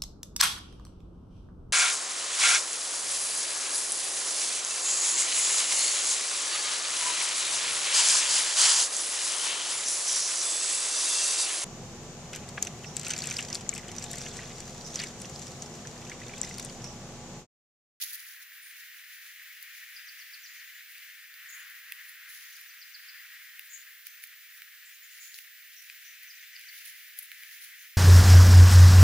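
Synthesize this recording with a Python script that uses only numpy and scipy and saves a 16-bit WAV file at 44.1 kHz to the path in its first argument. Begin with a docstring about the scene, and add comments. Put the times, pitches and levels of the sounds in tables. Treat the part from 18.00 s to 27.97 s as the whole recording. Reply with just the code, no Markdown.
"""Small birds feed on seed strewn over gravel: beak ticks are sharp clicks that set husks and stones ringing.
Feet and wings rustle the seed: thousands of tiny random grains, louder in each scuffle.
One far bird sings falling notes (gliding sines); others give thin buzzy calls (narrow bands of noise).
Behind them lies the town hiss, shaped noise that swells and fades.
The bass is cut steeply, and a high whine wavers slightly."""
import sys
import numpy as np
from scipy import signal
from scipy.fft import rfft, irfft, next_fast_len
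from scipy.io import wavfile

SR = 44100
rng = np.random.default_rng(int(sys.argv[2]) if len(sys.argv) > 2 else 0)


def wav_record(signal):
    """Record a signal, one row per channel, as 16-bit PCM in the file named by sys.argv[1]."""
    frames = np.transpose(np.atleast_2d(signal))
    bounded = np.clip(frames, -1, 1)
    # unit amplitude maps onto the largest positive 16-bit level
    quanta = np.round(bounded * 32767).astype(np.int16)
    wavfile.write(sys.argv[1], SR, quanta)


N = 439677   # length in samples, about 10 s


def amp(db):
    """Turn decibels into a gain."""
    return 10 ** (np.asarray(db) / 20)


def rms_one(x):
    """Scale a sound so that its rms (average strength) is 1."""
    return x / np.sqrt(np.mean(x ** 2) + 1e-20)


def in_time(rows):
    """Draw each column of a (time, values...) table as a curve over every sample."""
    start_s, *columns = np.transpose(rows)
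    t = np.arange(N) / SR
    return [np.interp(t, start_s, column) for column in columns]


def panned(x, pan_db):
    """Make mono into stereo; a positive pan_db makes the left louder than the right."""
    return np.array([x * amp(pan_db / 2), x * amp(-pan_db / 2)])


def band(x, kind, hz, order=4):
    """Keep only some pitches, with a Butterworth filter."""
    return signal.sosfilt(signal.butter(order, hz, kind, fs=SR, output="sos"), x)


def drift(rate_hz):
    """Slow random wandering with spread 1: noise at every 50th sample, smoothed by two equal low-passes."""
    step = 50
    r = np.exp(-2 * np.pi * rate_hz * step / SR)
    noise = rng.standard_normal(N // step + 2002)
    slow = signal.lfilter([1], [1, -2 * r, r * r], noise)[2000:]   # skip the filter's start-up
    return np.interp(np.arange(N) / step, np.arange(len(slow)), rms_one(slow))


def ring(clicks, hz, t60_s):
    """Resonator: a unit click starts a sine of height 1 that dies by 60 dB in t60_s."""
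    r = amp(-60 / (t60_s * SR))
    w = 2 * np.pi * hz / SR
    return signal.lfilter([0, np.sin(w)], [1, -2 * r * np.cos(w), r * r], clicks + 1e-18)


def place(out, start_s, sound):
    """Find the stretch of the output that a sound starting at start_s fills."""
    first = round(start_s * SR)
    return out[..., first:first + sound.shape[-1]]


# Beak ticks, levels before each mode's own level: start_s, stone_db, stone_hz (pitch), husk_db, snap_db,
# top_db (top of the snap), crumble_ms (scale of the splinters' spread), pan_db (left over right)
TICKS = [(0.0375, -37, 2600, -46, -29.5, -34, 2.8, -1), (0.045, -50, 2600, -47, -35, -37, 1.5, 2),
         (0.111, -56, 2600, -50, -42, -40, 1, -3), (0.133, -60, 2600, -43, -42, -30, 1.8, 1),
         (0.139, -60, 2600, -43, -46, -39, 2, -1), (0.1425, -60, 2600, -54, -44, -36, 1.2, 1),
         (0.146, -57, 2600, -49, -41, -33, 1.2, 4), (0.155, -55, 2600, -53, -43, -32, 2.2, 0),
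         (0.1948, -41, 2300, -41, -53, -54, 2.4, 5), (0.2515, -59, 2600, -54, -46, -44, 1.5, 0),
         (0.2666, -58, 2600, -49, -40, -44, 1.4, 1), (0.288, -54, 2600, -50, -47, -42, 1.9, 0),
         (1.627, -60, 2600, -43, -32.5, -35, 2.5, -0.5), (1.995, -39, 2700, -50, -58, -56, 1, 0),
         (2.981, -51, 2600, -49, -42, -48, 1.0, -3), (3.341, -52, 2550, -42, -46, -48, 2.34, 1),
         (3.7, -56, 2600, -59, -40.5, -49, 1.2, -2), (3.9218, -27.5, 2650, -53, -31.5, -30, 1.1, -3.5),
         (4.0939, -52, 2600, -49, -40, -45, 1.1, -6), (4.4393, -40, 2500, -52, -53, -57, 2.5, 1),
         (4.567, -58, 2600, -56, -45, -50, 1, -5), (4.6125, -55, 2600, -57, -41, -43, 2.4, -3),
         (5.594, -32, 2750, -43, -42, -35, 2.4, 2), (6.0692, -38, 2450, -41, -39, -31, 1.4, -4),
         (6.2381, -33, 2310, -48, -32, -37, 1.8, 0), (6.272, -60, 2600, -62, -41, -52, 1.5, -1),
         (6.6198, -31.5, 2290, -57, -40.5, -38, 1.1, 0), (7.343, -62, 2600, -34, -53, -49, 0.85, 3),
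         (7.3876, -32.5, 2790, -58, -38, -40, 1.6, 1), (7.8225, -60, 2600, -58, -44, -50, 1.5, 0),
         (7.899, -30, 2500, -39, -57, -63, 0.68, 0), (8.23, -60, 2600, -58, -44, -44, 1.5, -2),
         (8.234, -43, 3300, -44, -40, -43, 1.2, 2), (8.5652, -37, 2900, -41, -48, -47, 0.63, 1),
         (8.595, -41, 2700, -56, -41, -49, 2, 0), (8.786, -44, 2350, -54, -48, -55, 2.5, -3),
         (8.8625, -38, 2800, -57, -42, -46, 2.5, -3), (9.1888, -45, 3000, -42, -30.5, -33, 4.2, 4),
         (9.225, -62, 2600, -56, -40, -46, 3.2, 1), (9.2295, -60, 2600, -58, -41, -44, 3.5, 1),
         (9.3168, -30, 2280, -54, -39, -40, 2.1, -2), (9.435, -33.5, 2300, -48, -45, -49, 1.2, 0)]
# What a tick rings with, one list each for stone, husk, snap and top of the snap:
# pitch (stone: ratio to stone_hz; others: Hz), level_db, t60_s (time to die by 60 dB)
TICK_MODES = [
    [(0.8, 0, .0045), (1.0, 3, .006), (1.25, 0, .004), (1.55, -4, .003)],
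    [(4670, 4, 0.0056), (5540, -2, .002), (6900, 2, 0.0016)],
    [(8700, -8, .0016), (10200, -3, 0.0058), (11280, 2, 0.0091)],
    [(13500, 8.5, 0.0024), (14500, 6, 0.0027)],
]


def ticks():
    """Each tick is one sharp blow; splinters of the crumbling husk scatter round it, reaching stone weakly."""
    out = np.zeros((2, N))
    lead, size = 128, 1024   # samples: room before the blow, whole tick
    part_reach = (.25, .6, 1, 1)   # how strongly splinters strike stone, husk, snap and top
    for start_s, stone_db, stone_hz, husk_db, snap_db, top_db, crumble_ms, pan_db in TICKS:
        spread = rng.beta(2, 3, 20) * 1.6 - .5   # some splinters come before the blow
        splinter_at = lead + (crumble_ms / 1000 * SR * spread).astype(int)
        share = 0.022 * crumble_ms ** 2   # a longer crumble puts more of the force into the splinters
        part_levels = (stone_db, husk_db, snap_db, top_db)
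        pitch_units = (stone_hz, 1, 1, 1)
        tick = 0
        for modes, part_db, unit, reach in zip(TICK_MODES, part_levels, pitch_units, part_reach):
            for pitch, level_db, t60_s in modes:
                hz = pitch * unit
                clicks = np.zeros((2, size))
                clicks[:, splinter_at] = reach * share * rng.normal(0, 1, 20)
                blow = amp(rng.normal(0, 1.5, 2)) / (1 + reach * share)
                clicks[[0, 1], [lead + 1, lead]] = blow   # the left port hears it one sample later
                # each mode keeps to its own band
                rung = band(ring(clicks, hz, t60_s), "band", [hz / 1.3, hz * 1.3], order=1)
                tick = tick + amp(part_db + level_db) * rung
        place(out, start_s - lead / SR, tick)[:] += tick * panned(np.ones(1), pan_db)
    return out


# Faint stir of the whole flock under the scuffles: start_s, level_db (bright grains, before a small waver)
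STIR = [(0.0, -44.5), (0.35, -59), (2.0, -60.5), (3.2, -64.5), (3.7, -55.5), (4.2, -62), (4.7, -60.5),
        (6.5, -63.5), (6.9, -61.5), (8.5, -64.5), (9.1, -56.5), (9.97, -59)]
# Hops, scratches and wing flicks in the seed: loudest_s, length_s, level_db (bright grains at the peak),
# body_db (duller body relative to the bright grains), pan_db (left over right)
SCUFFLES = [(0.025, 0.049, -32, -3, -2.5), (0.037, 0.016, -36, -9, -2), (0.056, 0.13, -44.5, -3.5, -0.5),
            (0.1, 0.12, -44.5, -7, -0.5), (0.136, 0.1, -40.5, -7.5, -0.5), (0.197, 0.08, -48, -7, -0.5),
            (0.283, 0.21, -50.5, -6, 0), (0.42, .07, -51, -4.5, -2), (0.663, .12, -60.5, -4, 0.5),
            (0.797, 0.2, -54.5, -3.5, -1.5), (0.966, 0.097, -53.5, -7, -1), (1.136, 0.23, -54, -5, 0),
            (1.268, 0.21, -55, -2.5, 0.5), (1.537, .1, -56.5, -3, 0), (1.628, 0.091, -53, -6, 3.5),
            (1.778, 0.32, -54, -1.5, -1), (1.942, 0.23, -55, -9, -1.5), (2.204, 0.3, -57, -8.5, 0.5),
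            (2.544, 0.077, -53, -7, -3), (2.913, 0.12, -53.5, -16, -1.5), (3.502, 0.042, -53, -8, 0),
            (3.586, .12, -52, -12, -2), (3.921, 0.085, -52, -21, -1), (4.087, 0.073, -51, -18, -2),
            (4.304, 0.068, -46, -9.5, -1), (4.33, 0.033, -49, -10, 4), (4.349, 0.14, -47.5, -10, -0.5),
            (4.423, 0.41, -53, -0.5, 0.5), (4.567, 0.25, -54, -5, 0), (5.675, 0.34, -57.5, -11.5, 4),
            (5.935, 0.38, -61, -12, -5), (6.067, 0.065, -51.5, -0.5, 4), (6.234, 0.045, -45.5, -5.5, -3.5),
            (6.573, 0.034, -51, -11, -4), (7.158, 0.11, -54.5, -3, 1), (7.242, 0.12, -47.5, -3, -2),
            (7.357, 0.19, -49.5, -3, -.6), (7.824, 0.6, -58.5, -2, -2), (8.236, 0.055, -57, -4, -8),
            (8.614, 0.11, -54.5, -5.5, -3), (8.782, 0.22, -49.5, -4.5, -0.5),
            (8.857, 0.046, -43.5, -12, -2.5), (8.882, 0.09, -46, -9, -2.5), (8.95, 0.085, -56, -9, 1),
            (9.189, 0.061, -40.5, -13.5, 1), (9.235, 0.065, -47, -17, 4), (9.53, 0.26, -52.5, -4.5, -2.5),
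            (9.64, 0.11, -46.5, -8, -2.5), (9.868, 0.092, -64, -8, 1)]


def scuffle_gains():
    """Add the power of the slowly changing stir and each scuffle's swell; give bright and body gains."""
    stir_db, = in_time(STIR)
    bright_power = panned(amp(stir_db + 1.5 * drift(9.5)), -0.7) ** 2
    body_power = bright_power * amp(2 * -7.5)   # the stir's body is 7.5 dB softer
    for loudest_s, length_s, level_db, body_db, pan_db in SCUFFLES:
        begin_s = loudest_s - 0.38 * length_s   # share of the length spent rising
        end_s = begin_s + length_s
        start_s = max(begin_s, 0)
        t = np.arange(start_s, end_s, 1 / SR)
        swell = np.interp(t, [begin_s, loudest_s, end_s], [0, 1, 0])
        power = panned(amp(level_db) * swell, pan_db) ** 2
        place(bright_power, start_s, power)[:] += power
        place(body_power, start_s, power)[:] += power * amp(2 * body_db)
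    return np.sqrt(bright_power), np.sqrt(body_power)


def rustle():
    """Dense clumped grains of seed, partly shared by the ports: a bright part peaking near 10.5, 13.7 and 15.2
    kHz, and a duller body."""
    bright_gain, body_gain = scuffle_gains()
    grains_per_s = 9000 * amp(2.5 * drift(40))
    born = rng.random((3, N)) < grains_per_s / SR
    grain_db = 3.5 * np.minimum(rng.exponential(1, (3, N)), 4.3)
    grains = born * amp(grain_db) * rng.choice([-1, 1], (3, N))
    grains = grains * amp(1.2 * drift(90))   # kicked seed comes in clumps
    shared = np.array([np.roll(grains[2], 2), grains[2]])   # left hears it two samples later
    grains = 0.22 * shared + grains[:2]
    bright = ring(grains, 10560, 0.0013)
    bright = bright - amp(-4.0) * ring(grains, 13700, 0.0016)
    bright = bright + amp(-5.5) * ring(grains, 15200, 0.0021)
    body = rms_one(band(grains, "band", [2200, 7400], order=3))
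    body = body + amp(-9.0) * rms_one(ring(grains, 6700, 0.0017))
    return bright_gain * rms_one(bright) + body_gain * rms_one(body)


# Falling song notes in three phrases, levels before flutter and echoes: start_s,
# held_share (part of the note spent near the top), bottom_hz, opening_db, glide_db
SONG = [(1.939, 0.15, 4060, -59, -49), (2.055, 0.35, 4280, -53, -46.5), (2.18, 0.18, 4110, -53, -50),
        (2.307, 0.23, 4000, -56.5, -46.5), (2.433, .1, 3980, -49.5, -49), (2.568, 0.48, 4030, -66, -50.5),
        (4.52, .65, 4500, -56.5, -48.5), (4.671, 0.44, 4190, -54.5, -54.5), (4.79, .3, 3910, -52.5, -48.5),
        (4.919, 0.22, 3770, -57, -47), (5.062, 0.091, 3950, -64, -51), (8.269, 0.43, 4560, -56.5, -49.5),
        (8.524, 0.37, 4390, -57, -47), (8.652, .45, 4100, -57, -48)]


def song():
    """Whistles linger near their top pitch, then plunge; early echoes fray them and the yard adds a tail."""
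    out = np.zeros(N)
    note_s, top_hz = .042, 6090
    sag = .12   # share of the fall that runs evenly through the whole note
    for start_s, held_share, bottom_hz, opening_db, glide_db in SONG:
        u = np.linspace(0, 1, int(note_s * SR))   # progress through the note
        plunge = ((u - held_share) / (1 - held_share)).clip(0) ** 1.1
        fall = sag * u + (1 - sag) * plunge
        hz = top_hz + (bottom_hz - top_hz) * fall
        # the glide is faint at first, peaks, then thins
        gap_db = (opening_db + glide_db) / 2 - 7
        level_db = np.interp(hz, [4000, 4950, 5500, 5900], [glide_db - 4, glide_db + 3.0, gap_db, opening_db])
        fade = np.sin(np.pi * u).clip(0) ** 0.24
        note = amp(level_db) * fade * np.sin(2 * np.pi * np.cumsum(hz) / SR)
        place(out, start_s, note)[:] += note
    out = out * amp(4 * drift(90).clip(-3, 1.2) - 1)   # the air between makes the notes flutter
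    wall_echoes = [(.008, -9), (.017, -15)]   # delay_s, level_db
    out = out + sum(amp(db) * np.roll(out, round(delay_s * SR)) for delay_s, db in wall_echoes)
    t = np.arange(SR // 2) / SR
    tail_gain = amp(-30 - 60 * t / 0.07) + amp(-37 - 60 * t / 1.2)   # a short tail and a long faint one
    echoes = rng.standard_normal((2, len(t))) * tail_gain
    return panned(out, 0.92) + signal.fftconvolve(out[None], echoes, axes=1)[:, :N]


# Buzzy calls: start_s, length_s, pitch_hz, width_hz, level_db (main band before the fade),
# pan_db (left over right)
BUZZ = [(0.623, 0.12, 9440, 1200, -53.5, -5.5), (2.392, 0.088, 7040, 600, -62, 2),
        (2.468, 0.12, 6800, 302, -58.5, -1), (2.558, 0.063, 6160, 200, -56.5, -4),
        (2.644, 0.072, 6700, 250, -60.5, 0), (2.737, 0.087, 6780, 250, -61, -0.5),
        (3.485, 0.051, 6840, 400, -51, -2), (3.522, 0.06, 6670, 200, -49, 0),
        (3.573, 0.088, 6800, 150, -57, -1), (4.498, 0.031, 6140, 252, -61, -3),
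        (5.694, 0.14, 6760, 251, -52.5, 4.5), (5.733, 0.05, 6700, 120, -46, 8),
        (5.8, 0.041, 6900, 151, -58, 4), (6.066, 0.15, 6200, 290, -61.5, -3),
        (6.85, 0.078, 7500, 1200, -57, 1.5), (6.93, 0.065, 6600, 202, -60.5, 5),
        (7.02, 0.064, 6740, 200, -59, 1), (7.11, 0.064, 6800, 300, -59, 0),
        (7.198, 0.16, 6900, 600, -51, 0), (7.762, 0.092, 5720, 204, -55, 1),
        (8.047, 0.12, 5930, 201, -55.5, 3), (8.271, 0.086, 6100, 250, -59, -1),
        (8.348, 0.038, 6040, 300, -60, -1), (8.406, 0.047, 6200, 300, -58.5, -2),
        (9.785, 0.1, 6280, 400, -59, 3)]


def buzzes():
    """Far rough calls: two narrow noise bands, each port hearing its own echoes as partly separate noise."""
    out = np.zeros((2, N))
    for start_s, length_s, pitch_hz, width_hz, level_db, pan_db in BUZZ:
        # below -57.5 dB the upper band loses 2.2 dB more for each dB that the call is softer
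        upper_db = -8 + 2.2 * min(level_db + 57.5, 0)
        u = np.linspace(0, 1, int(length_s * SR))
        noise = rng.standard_normal((3, SR // 4))
        noise = 0.3 * noise[2] + noise[:2]   # some noise is shared by the ports
        call = 0
        for centre_hz, gain in ((pitch_hz, 1), (pitch_hz * 1.12, amp(upper_db))):
            edges_hz = [centre_hz - width_hz / 2, centre_hz + width_hz / 2]
            narrow = band(noise, "band", edges_hz, order=2)
            call = call + gain * rms_one(narrow)[:, -len(u):]
        fade = np.sin(np.pi * u ** 0.43).clip(0) ** 0.74
        call = call * panned(amp(level_db) * fade, pan_db)
        place(out, start_s, call)[:] += call
    return out


# Town hiss before its fast waver and the bass cut: start_s, level_db, low_db (extra for its low end)
TOWN = [(0.0, -52, 2), (0.42, -55, 5), (0.84, -51, -1.5), (1.25, -51.5, 1), (1.95, -47.5, -2.5),
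        (2.5, -50.5, 0), (2.92, -50, -2.5), (3.28, -54, 1.5), (3.58, -46.5, 4), (3.79, -51, 4.5),
        (4.88, -55, 3.5), (5.19, -51, 3), (5.82, -60, 6), (6.9, -58.5, 3.5), (7.5, -59.5, 1.5),
        (8.75, -49, -8.5), (9.24, -54, -3.5), (9.56, -51, -3), (9.96, -57, 0.5)]
# Colour of the air at the two ports, before overall scaling: pitch_hz, left_db and right_db (dB per Hz,
# relative), alike (left-right likeness, 0 to 1)
AIR = [(690, -1.5, -3.5, 0.32), (1280, -2, -5, 0.76), (1880, 2.5, 0, 0.85), (2220, -1.5, -5, 0.79),
       (3130, -8.5, -10, 0.65), (4200, -11.5, -13.5, 0.51), (5200, -13, -14, 0.71),
       (7700, -16, -16.5, 0.038), (9200, -18, -16.5, 0.21), (11400, -19.5, -16.5, 0.088),
       (12700, -22, -22.5, 0.042), (13500, -22.5, -16.5, 0.63), (15600, -24, -22.5, 0.63)]


def air():
    """Stereo noise in the colour of the air; the two lower parts swell with the town, the top wavers slightly."""
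    size = next_fast_len(N)
    hz = np.maximum(np.arange(size // 2 + 1) * SR / size, 1)
    points_hz, *columns = np.transpose(AIR)
    left_db, right_db, alike = (np.interp(np.log(hz), np.log(points_hz), c) for c in columns)
    alike = np.clip(alike, 0, 1)
    one, two = rfft(rng.standard_normal((2, size)))
    early = np.exp(2j * np.pi * hz * 4e-5)   # the air reaches the right port 40 microseconds first
    right = alike * one * early + np.sqrt(1 - alike ** 2) * two
    both = np.array([one * amp(left_db), right * amp(right_db)])
    town_share = 1 / (1 + (hz / 2684) ** 4)   # the town's swells are heard below about 2684 Hz
    low_share = 1 / (1 + (hz / 1800) ** 8)   # its low end lies below about 1800 Hz
    town = both * np.sqrt(town_share)
    high = both * np.sqrt(1 - town_share)
    low, middle, high = irfft([town * low_share, town * (1 - low_share), high], size)[..., :N]
    level_db, low_db = in_time(TOWN)
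    scale = 1 / np.sqrt(np.mean((low + middle) ** 2))
    high_gain = amp(-49.5 + .7 * drift(4))
    town_gain = amp(level_db + 1.3 * drift(22))
    return scale * (town_gain * (middle + amp(low_db) * low) + high_gain * high)


def scene():
    """Add up all sources at the two microphone ports."""
    return ticks() + rustle() + song() + buzzes() + air()


# Whine before its waver, one value per port: left_db, right_db (rms)
WHINE_LEVELS = [-61.5, -55]


def record(dry):
    """Two filters cut the bass, a slightly wavering whine and very faint low hiss join, then the top is cut."""
    bass_cut = signal.ellip(6, 1, 40, 790, "high", fs=SR, output="sos")
    wet = signal.sosfilt(bass_cut, band(dry, "high", 1576, order=6))
    tone = np.sin(2 * np.pi * 14835.3 * np.arange(N) / SR)
    whine_gain = np.sqrt(2) * amp(WHINE_LEVELS)[:, None]   # root 2 turns rms into sine height
    whine = whine_gain * amp(1.1 * drift(12)) * tone
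    low_hiss = band(amp(-77.5) * rng.standard_normal(N), "low", 720)
    hiss = low_hiss * np.array([[1], [-1]])   # opposite in sign at left and right
    top_cut = signal.ellip(10, .5, 80, 15800, fs=SR, output="sos")
    return signal.sosfilt(top_cut, wet + whine + hiss)


dry = scene()
out = record(dry)
wav_record(out)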